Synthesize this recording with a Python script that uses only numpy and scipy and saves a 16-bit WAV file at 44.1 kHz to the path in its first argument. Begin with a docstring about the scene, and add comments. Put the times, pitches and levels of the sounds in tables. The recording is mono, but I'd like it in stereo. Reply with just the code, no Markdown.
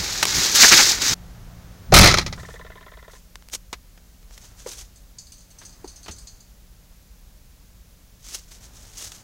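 """Inside a parked car, hand-held camera microphone, mono: low rumble and faint hum; bags and clothing rub right on it.
The door is pulled shut and overloads the microphone; a small ratchet, probably the seat-belt reel, runs down.
Then sleeves brush, trim clicks, a plush toy is set on the dashboard with soft knocks and keys jingle.
Rubs are grainy noise under stroke envelopes; door, ratchet, clicks, knocks and keys are short forces through
resonances; the background is coloured noise and wandering sines."""
import sys
import numpy as np
from scipy.fft import rfft, irfft, next_fast_len
from scipy.io import wavfile
from scipy.ndimage import map_coordinates

SR = 44100
rng = np.random.default_rng(int(sys.argv[2]) if len(sys.argv) > 2 else 0)


def store_pcm(level_fs):
    """Save levels as 16-bit WAV."""
    pcm = np.round(np.clip(level_fs, -1, 1) * 32767).astype(np.int16)
    wavfile.write(sys.argv[1], SR, np.atleast_2d(pcm).T)


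N = 407043

# All table levels are relative. Spectra are densities (dB per Hz).
# Car-park rumble: f/Hz, level/dB
RUMBLE_SPECTRUM = [(18, -12.5), (35, 0.5), (54, 1), (80, -10), (130, -15.5), (160, -19.5), (270, -23),
                   (330, -29.5), (600, -28.5), (1200, -49)]
# Microphone hiss: f/Hz, level/dB
MIC_HISS_SPECTRUM = [(400, -18.5), (800, -2.5), (3000, -4.5), (6600, -2), (8500, -7.5), (15500, -5)]
# Dull wash, from outside and in swells: f/Hz, level/dB
WASH_SPECTRUM = [(50, -27), (102, 0), (135, -13.5), (220, -15), (490, -21.5), (710, -19.5), (1000, -23),
                 (1570, -23.5), (2700, -31), (6400, -32), (9000, -46.5)]
# Swells of dull wash: the opening, seat rustle and a last low scuff: t/s, hold/s, level/dB
WASH_SWELLS = [(0, .8, -45), (2.05, .1, -40), (4.4, .3, -56.5), (5.6, .6, -57), (8.6, .55, -56),
               (9.19, 0.032, -53.5)]
# Drags of the plastic over the camera: t/s, hold/s, level/dB
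BAG_DRAGS = [(0, .21, -28.5), (.27, .07, -24.5), (.345, 0.13, -20.5), (.49, .05, -23), (.558, .04, -14),
             (.603, .035, -8.5), (.655, .03, -11), (.722, .025, -10), (.775, .035, -11.5), (.83, .075, -17),
             (1.02, .12, -20.5)]
# Hiss of sliding plastic: f/Hz, level/dB
BAG_HISS_SPECTRUM = [(1500, -27.5), (2900, -10.5), (3800, -2), (5000, -0.5), (6600, -0.5), (9300, -18),
                     (15500, -19.5)]
# Crunch of pressed plastic: f/Hz, level/dB
BAG_CRUNCH_SPECTRUM = [(600, -37.5), (1050, -5.5), (1500, 0.5), (2300, 0.5), (2900, -5), (4500, -26),
                       (8000, -57.5)]
# Camera body shaken by the crunch: f/Hz, level/dB
CAMERA_BODY_SPECTRUM = [(40, -24), (150, -11.5), (350, -0.5), (600, -8), (900, -2), (1400, -22),
                        (3000, -62.5)]
# The bag crumples under the hand: t/s, level/dB
BAG_CRUMPLES = [(.642, -9), (.729, -7.5), (.797, -16)]
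# Dull bumps of hand and bags on the case: t/s, level/dB
CASE_BUMPS = [(0.005, -34.5), (0.383, -29.5), (0.635, -33), (0.739, -30.5), (1.123, -32.5)]
# Bumps heard through the case: f/Hz, level/dB
BUMP_SPECTRUM = [(15, -10.5), (50, 0.0), (200, -3.5), (700, -34.5)]
# Plastic clicks: t/s, level/dB, t60/s, centre f/Hz
PLASTIC_CLICKS = [(0.2276, -6, 0.049, 2760), (0.2534, -7.5, 0.017, 3140), (1.0656, -0.5, 0.0015, 5967),
                  (3.3562, -26.5, 0.01, 1780), (3.424, -39.5, .008, 1500), (3.4869, -26, 0.003, 6060),
                  (3.4995, -29.5, 0.0031, 7000), (3.539, -15, 0.0028, 5000), (3.7288, -23.5, 0.053, 1890),
                  (3.976, -47, 0.037, 1000), (4.229, -49, .02, 1510), (4.309, -45, 0.019, 1506),
                  (4.378, -31.5, 0.023, 6040), (4.602, -36.5, 0.011, 5930), (5.615, -44, 0.14, 1500),
                  (6.061, -39, 0.066, 1490), (6.082, -33.5, 0.108, 2000), (9.119, -29, .025, 5946)]
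# Tone balance of the clicks: f/Hz, gain/dB
CLICK_TONE = [(100, 5.5), (300, 6.5), (800, 3), (6500, -1.5), (10000, -10.0), (16000, -11)]
# Sleeve brushing seat and camera: t/s, hold/s, level/dB
SLEEVE_BRUSHES = [(2.37, 0.18, -53), (3.13, 0.025, -51), (4.33, 0.054, -53.5), (4.425, 0.028, -48.5),
                  (4.595, .06, -49), (4.675, 0.05, -40.5), (4.785, 0.012, -43), (8.265, 0.1, -42),
                  (8.515, .02, -46), (8.635, 0.01, -48), (8.75, .19, -50.5), (8.98, 0.076, -37.5),
                  (9.09, 0.071, -46)]
# Quick scuffs: sharp onsets of bag and sleeve rubs, and short slides: t/s, level/dB
QUICK_SCUFFS = [(.559, -11), (3.538, -26), (3.552, -29), (4.788, -41), (8.349, -26)]
# Brushes and scuffs: f/Hz, level/dB
CLOTH_SPECTRUM = [(120, -29), (350, -9.5), (800, -13), (1400, -10.5), (2400, -10.5), (3200, -7), (4600, -5),
                  (6300, 0.5), (8500, -7), (15500, -19)]
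# Rattle of the door trim: f/Hz, level/dB
TRIM_SPECTRUM = [(120, -24), (300, -4.5), (700, -5), (1000, -14), (1500, -9.5), (2300, -3.5), (3100, -9),
                 (4200, -4.5), (6300, -7.5), (8000, -21), (15500, -35)]
# Door panel resonances: f/Hz, width/Hz, level/dB
PANEL_MODES = [(350, 73, -7), (464, 85, -10.5), (863, 78, -4), (1286, 110, 5.5), (2060, 210, -5.5),
               (2820, 150, -5), (4080, 160, -7)]
# Door latch resonances: f/Hz, width/Hz, level/dB
LATCH_MODES = [(580, 47, 1), (698, 60, 0), (830, 87, -3.5), (346, 70, -6)]
# Modes of the cabin air and body: f/Hz, level/dB
CABIN_MODES = [(27, -5), (42, -9), (64, -2), (91, -3.5), (104, -7.5), (121, -4), (143, -6), (171, -4.5),
               (200, -10), (245, -12.5)]
# Last single rattles of the trim: t/s, level/dB
LAST_RATTLES = [(2.141, -8.5), (2.172, -14), (2.184, -12), (2.214, -24.5), (2.2635, -20), (2.326, -27),
                (2.398, -43)]
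# Ratchet pawl resonances: f/Hz, width/Hz, level/dB
PAWL_MODES = [(442, 91, -3.5), (635, 80, -1), (1022, 50, 0), (1376, 130, -7), (1860, 200, -9.5),
              (3570, 560, -16.5)]
# Pawl spring resonances: f/Hz, width/Hz, level/dB
SPRING_MODES = [(1020, 68, -7.5), (1420, 150, -13.5), (1774, 64, -4.5), (2010, 100, -6), (3730, 400, -21)]
# Soft knocks on the dashboard: t/s, level/dB, ring f/Hz, t60 of the force/s
DASH_KNOCKS = [(4.66, -31, 505, 0.11), (5.842, -33.5, 416, 0.094), (6.085, -39, 94, 0.2)]
# Dashboard resonances: f/ring f, width/ring f, level/dB
DASH_MODES = [(.72, .2, 1.5), (1, 0.2, 3), (1.75, .35, -10.5), (2.3, 0.29, -8.5), (3.2, .3, -17.5),
              (4.2, 0.77, -20.5)]
# The clearest clinks of the keys: t/s, level/dB
KEY_CLINKS = [(4.958, -40), (5.1841, -27), (5.3204, -33), (5.5855, -33.5), (5.6508, -30.5), (5.876, -30.5),
              (5.9594, -33.5), (6.0302, -35.5), (6.1094, -27.5), (6.1838, -33.5), (6.2712, -30.5)]
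# Key resonances: f/Hz, width/Hz, level/dB
KEY_MODES = [(4430, 197.5, -0.5), (4910, 222, -1.5), (6260, 288, 2), (6950, 350, -3.5), (8100, 900, -6),
             (10310, 2200, -21)]
# Tone balance of the keys: f/Hz, gain/dB
KEY_TONE = [(2000, 2), (3700, -0.5), (4400, -4.5), (9000, -6.5), (15000, -5.0)]

# Attacks and releases are times to rise and to fall by 60 dB.
# Background levels: door open, then settled after the slam
RUMBLE_DB, WASH_DB, HUM_DB = (-44, -49), (-50.5, -73), (-52, -64.5)
SETTLE_S = 1.5  # the background sinks this long after the slam
WASH_ATTACK_S, WASH_RELEASE_S = .7, 1.4
DRONE_S, DRONE_HOLD_S, DRONE_DB, DRONE_FADE_S = 1.42, .15, -48.5, 1.3  # a lower tone through the open door
RUB_ATTACK_S, RUB_RELEASE_S = .11, .34
RUB_END_S = 1.143  # the camera comes free
CRUNCH_DB, CRUNCH_POWER = -9.5, 0.82  # relative level; the crunch follows the hiss by a power law
CRUMPLE_HALF_S, BUMP_HALF_S = .014, .024  # from the peak to 1/e
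SLEEVE_ATTACK_S, SLEEVE_RELEASE_S = .16, .3
SCUFF_RISE_S, SCUFF_FALL_S = .007, 0.0066  # by a factor of e
LATCH_S, SLAM_S = 1.922, 1.939  # the latch strikes, then the door seats
# The trim chatters after the slam: loss grows with the square of the contact number; levels relative
CHATTER_GAP_S, CHATTER_DB, CHATTER_LOSS_DB = .0238, 2, 0.33
CHATTER_T60_S, RATTLE_T60_S = .17, 0.072
PUSH_DB, PUSH_ATTACK_S, PUSH_HOLD_S, PUSH_RELEASE_S = -6.5, .04, 0.079, 0.18  # pressure wave of the door
SWAY_DB, SWAY_ATTACK_S, SWAY_RELEASE_S = -15.5, .14, 0.93  # the cabin swells with it and rings on
RATCHET_S, TEETH_PER_S = 2.377, 18.52  # the reel starts and turns evenly
TOOTH_DB, TOOTH_FADE_DB_PER_S = -30.5, 10  # relative level
JOSTLE_S, JOSTLE_END_S, JOSTLE_DB = 5.235, 6.42, -41.5  # softer key touches; relative level
TOP_HZ = 15800  # band limit of the camera


def amp(db):
    """Decibels to gain."""
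    return 10 ** (np.asarray(db) / 20)


def unit(x):
    """Scale to rms 1."""
    return x / np.sqrt(np.mean(x ** 2) + 1e-20)


def clock():
    """The time of every sample in seconds."""
    return np.arange(N) / SR


def wobble(rate):
    """A smooth random curve, rate knots a second."""
    knots = rng.standard_normal(int(N * rate / SR) + 4)
    return map_coordinates(knots, [clock() * rate], mode="nearest")


def filtered(x, response):
    """x times a response of frequency, with padding for the tail."""
    m = next_fast_len(len(x) + 8192)
    return irfft(rfft(x, m) * response(np.fft.rfftfreq(m, 1 / SR)), m)[:len(x)]


def shape(points):
    """Response through (Hz, dB) points on a log frequency axis."""
    f, db = np.transpose(points)
    return lambda hz: amp(np.interp(np.log(hz + 1), np.log(f), db))


def modes(rows):
    """Causal response of (Hz, width Hz, dB) resonances with alternating signs."""
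    def response(f):
        total = 0
        for k, (centre, width, db) in enumerate(rows):
            damping = 1j * f * width
            total = total + (-1) ** k * amp(db) * damping / (centre * centre - f * f + damping)
        return total
    return response


def through(x, response):
    """Filter so that white noise keeps its level."""
    return filtered(x, lambda hz: response(hz) / np.sqrt(np.mean(np.abs(response(hz)) ** 2)))


def noise(response):
    """Coloured noise of rms 1."""
    return unit(filtered(rng.standard_normal(N), response))


def friction(spectrum, grain_db, clump_db):
    """Tiny slips of unequal size (grain) whose strength also swells more slowly (clump); rms 1."""
    slips = rng.standard_normal(N) * amp(grain_db * wobble(3000) + clump_db * wobble(110))
    return unit(filtered(slips, shape(spectrum)))


def decay(t, t60):
    """An envelope that starts at t = 0 and falls 60 dB in t60 seconds."""
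    return (t >= 0) * amp(-60 * np.maximum(t, 0) / t60)


def bursts(rows):
    """Chattering contacts: one dying burst of noise for each (s, dB, t60 s), powers added."""
    power, t = np.zeros(N + SR), np.arange(SR // 2) / SR
    for s, db, t60 in rows:
        power[round(s * SR):][:len(t)] += (amp(db) * decay(t, t60)) ** 2
    return np.sqrt(power[:N]) * rng.standard_normal(N)


def add(track, s, sound):
    """Mix a short sound in at time s."""
    part = track[round(s * SR):][:len(sound)]
    part += sound[:len(part)]


def tone(hz, drift_hz, rate):
    """A sine of rms 1 whose pitch wanders."""
    return np.sqrt(2) * np.sin(2 * np.pi * np.cumsum(hz + drift_hz * wobble(rate)) / SR)


def swell(start, hold, attack, release):
    """Gain that rises 60 dB in attack seconds up to start, holds at 1, then falls 60 dB in release seconds."""
    t = clock()
    distance = np.maximum((start - t) / attack, (t - start - hold) / release)
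    return np.exp(-np.log(1000) * np.clip(distance, 0, 2))


def strokes(rows, attack, release):
    """Gain of (s, hold s, dB) movements; the strongest at each moment counts."""
    return np.max([amp(db) * swell(s, hold, attack, release) for s, hold, db in rows], axis=0)


def humps(rows, half):
    """Gain of short, bell-shaped (s, dB) pushes."""
    t = clock()
    return sum(amp(db) * np.exp(-((t - s) / half) ** 2) for s, db in rows)


def shut_out(open_db, shut_db):
    """Gain of a background sound that sinks away once the door is shut."""
    return amp(np.interp(clock(), [SLAM_S, SLAM_S + SETTLE_S], [open_db, shut_db]))


def background():
    """Car-park rumble, outside wash that the door shuts out, swells of dull wash, faint hums and microphone hiss."""
    rumble = shut_out(*RUMBLE_DB) * noise(shape(RUMBLE_SPECTRUM))
    swells = strokes(WASH_SWELLS, WASH_ATTACK_S, WASH_RELEASE_S)
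    wash = np.hypot(shut_out(*WASH_DB), swells) * noise(shape(WASH_SPECTRUM))
    hum = shut_out(*HUM_DB) * amp(wobble(8.8)) * tone(177.2, drift_hz=0.28, rate=1.7)
    drone = amp(DRONE_DB) * swell(DRONE_S, DRONE_HOLD_S, DRONE_FADE_S, DRONE_FADE_S)
    drone *= tone(120, drift_hz=2.5, rate=12.0)
    mic_hiss = amp(-58.0) * noise(shape(MIC_HISS_SPECTRUM))
    return rumble + wash + hum + drone + mic_hiss


def bags(crackles_per_s=70):
    """Plastic drags on the case: grainy hiss with snapping creases; under pressure a crunch shakes the body."""
    hiss = strokes(BAG_DRAGS, RUB_ATTACK_S, RUB_RELEASE_S)
    crunch = amp(CRUNCH_DB) * hiss ** CRUNCH_POWER + humps(BAG_CRUMPLES, CRUMPLE_HALF_S)
    creases = (rng.random(N) < crackles_per_s / SR) * rng.standard_normal(N)
    slide = amp(0.4) * friction(BAG_HISS_SPECTRUM, grain_db=2, clump_db=1.18)
    snaps = amp(-13.0) * unit(filtered(creases, shape(BAG_HISS_SPECTRUM)))
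    rub = hiss * (slide + snaps)
    # the crunch is evenly dense, its grains very unequal
    rub += amp(-3.5) * crunch * friction(BAG_CRUNCH_SPECTRUM, grain_db=3, clump_db=-0.13)
    rub += amp(-16.5) * crunch ** 0.78 * friction(CAMERA_BODY_SPECTRUM, grain_db=1.0, clump_db=2.0)
    bumps = amp(-46.5) + humps(CASE_BUMPS, BUMP_HALF_S)  # a faint steady level under the bumps
    rub += bumps * noise(shape(BUMP_SPECTRUM))
    return rub * np.clip((RUB_END_S - clock()) / .008, 0, 1)


def clicks(breadth=2.9):
    """Plastic parts snap: a short burst in one broad resonance."""
    out, t = np.zeros(N), np.arange(SR // 5) / SR
    for s, db, t60, hz in PLASTIC_CLICKS:
        force = rng.standard_normal(len(t)) * decay(t, t60)
        snap = through(force, modes([(hz, breadth * hz, 0)]))
        add(out, s, amp(db) * snap)
    return filtered(out, shape(CLICK_TONE))


def sleeve():
    """Cloth brushes in soft strokes; quick scuffs sharpen the onsets of rubs or slide by on their own."""
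    t = clock()
    brushes = strokes(SLEEVE_BRUSHES, SLEEVE_ATTACK_S, SLEEVE_RELEASE_S)
    scuffs = np.zeros(N)
    for s, db in QUICK_SCUFFS:
        scuffs += amp(db) * np.exp(-np.maximum((s - t) / SCUFF_RISE_S, (t - s) / SCUFF_FALL_S))
    return (brushes + scuffs) * friction(CLOTH_SPECTRUM, grain_db=3.0, clump_db=2.0)


def door(count=8):
    """Latch strikes, cabin air booms, trim rattles; the pressure pins the microphone and chokes the rattle."""
    chatter = [(SLAM_S + k * CHATTER_GAP_S, CHATTER_DB - CHATTER_LOSS_DB * k ** 2, CHATTER_T60_S)
               for k in range(count)]
    singles = [(s, db, RATTLE_T60_S) for s, db in LAST_RATTLES]
    contacts = bursts(chatter + singles) * amp(2.6 * wobble(250))  # loose parts chatter unevenly
    rattle = amp(-2.0) * through(contacts, shape(TRIM_SPECTRUM))
    rattle += amp(-6.5) * through(contacts, modes(PANEL_MODES))
    latch = through(bursts([(LATCH_S, -8, .35)]), modes(LATCH_MODES))
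    latch += through(bursts([(LATCH_S, -19, .3)]), shape(TRIM_SPECTRUM))
    pressure = amp(PUSH_DB) * swell(SLAM_S, PUSH_HOLD_S, PUSH_ATTACK_S, PUSH_RELEASE_S)
    pressure += amp(SWAY_DB) * swell(SLAM_S, PUSH_HOLD_S, SWAY_ATTACK_S, SWAY_RELEASE_S)
    boom = pressure * unit(sum(amp(db) * tone(hz, drift_hz=7, rate=25) for hz, db in CABIN_MODES))
    top = amp(-5)  # the most that the microphone can swing
    return np.clip(rattle + latch + boom, -top, top)


def ratchet(lag=0.0175, bounce=0.0034, count=15):
    """At each tooth the pawl drops and bounces once; then its spring rings and buzzes."""
    teeth = [(RATCHET_S + t, TOOTH_DB - TOOTH_FADE_DB_PER_S * t) for t in np.arange(count) / TEETH_PER_S]
    drops, flicks = np.zeros(N), np.zeros(N)
    for s, db in teeth:
        add(drops, s + .001, amp([db + 8.0]))
        add(drops, s + bounce + 0.00021 * rng.normal(), amp([db + 9.5]))
        add(flicks, s + lag + 0.00072 * rng.normal(), amp([db + 1.5]))
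    scrapes = bursts([(s, db - 7, .08) for s, db in teeth])
    buzzes = bursts([(s + lag, db - 8.5, .08) for s, db in teeth])
    return through(drops + scrapes, modes(PAWL_MODES)) + through(flicks + buzzes, modes(SPRING_MODES))


def knocks():
    """Soft blows ring the damped dashboard at a pitch that depends on the spot, and skid a little."""
    out, t = np.zeros(N), np.arange(SR // 3) / SR
    for s, db, hz, t60 in DASH_KNOCKS:
        force = amp(-24.5) * rng.standard_normal(len(t)) * decay(t, t60)  # the skid
        add(force, .003, np.ones(1))  # the blow
        ring = filtered(force, modes([(hz * r, hz * w, level) for r, w, level in DASH_MODES]))
        add(out, s, amp(db + 8) * ring / np.abs(ring).max())
    return out


def keys(scatter_db=3, count=15):
    """Keys damped by the hand: every touch rings their modes at new strengths and scrapes on softly."""
    out, t = np.zeros(N), np.arange(SR // 4) / SR
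    jostles = [(s + 0.034 * rng.normal(), JOSTLE_DB + 2 * rng.normal())
               for s in np.linspace(JOSTLE_S, JOSTLE_END_S, count)]
    for s, db in KEY_CLINKS + jostles:
        contact = rng.standard_normal(len(t)) * (decay(t, 0.12) + amp(-15.5) * decay(t, 0.93))
        # each touch also shifts the pitches by about one percent
        ring = modes([(hz * amp(0.091 * rng.normal()), width, level + scatter_db * rng.normal())
                      for hz, width, level in KEY_MODES])
        add(out, s, amp(db - 4.5) * through(contact, ring))
    return filtered(out, shape(KEY_TONE))


def scene():
    """Everything reaches one microphone, fed to two equal channels."""
    mono = background() + bags() + clicks() + sleeve() + door() + ratchet() + knocks() + keys()
    return np.array([mono, mono])


def record(dry):
    """The camera clips at full scale and keeps nothing above its band limit."""
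    return np.array([filtered(np.clip(side, -1, 1), lambda hz: hz < TOP_HZ) for side in dry])


dry = scene()
out = record(dry)
store_pcm(out)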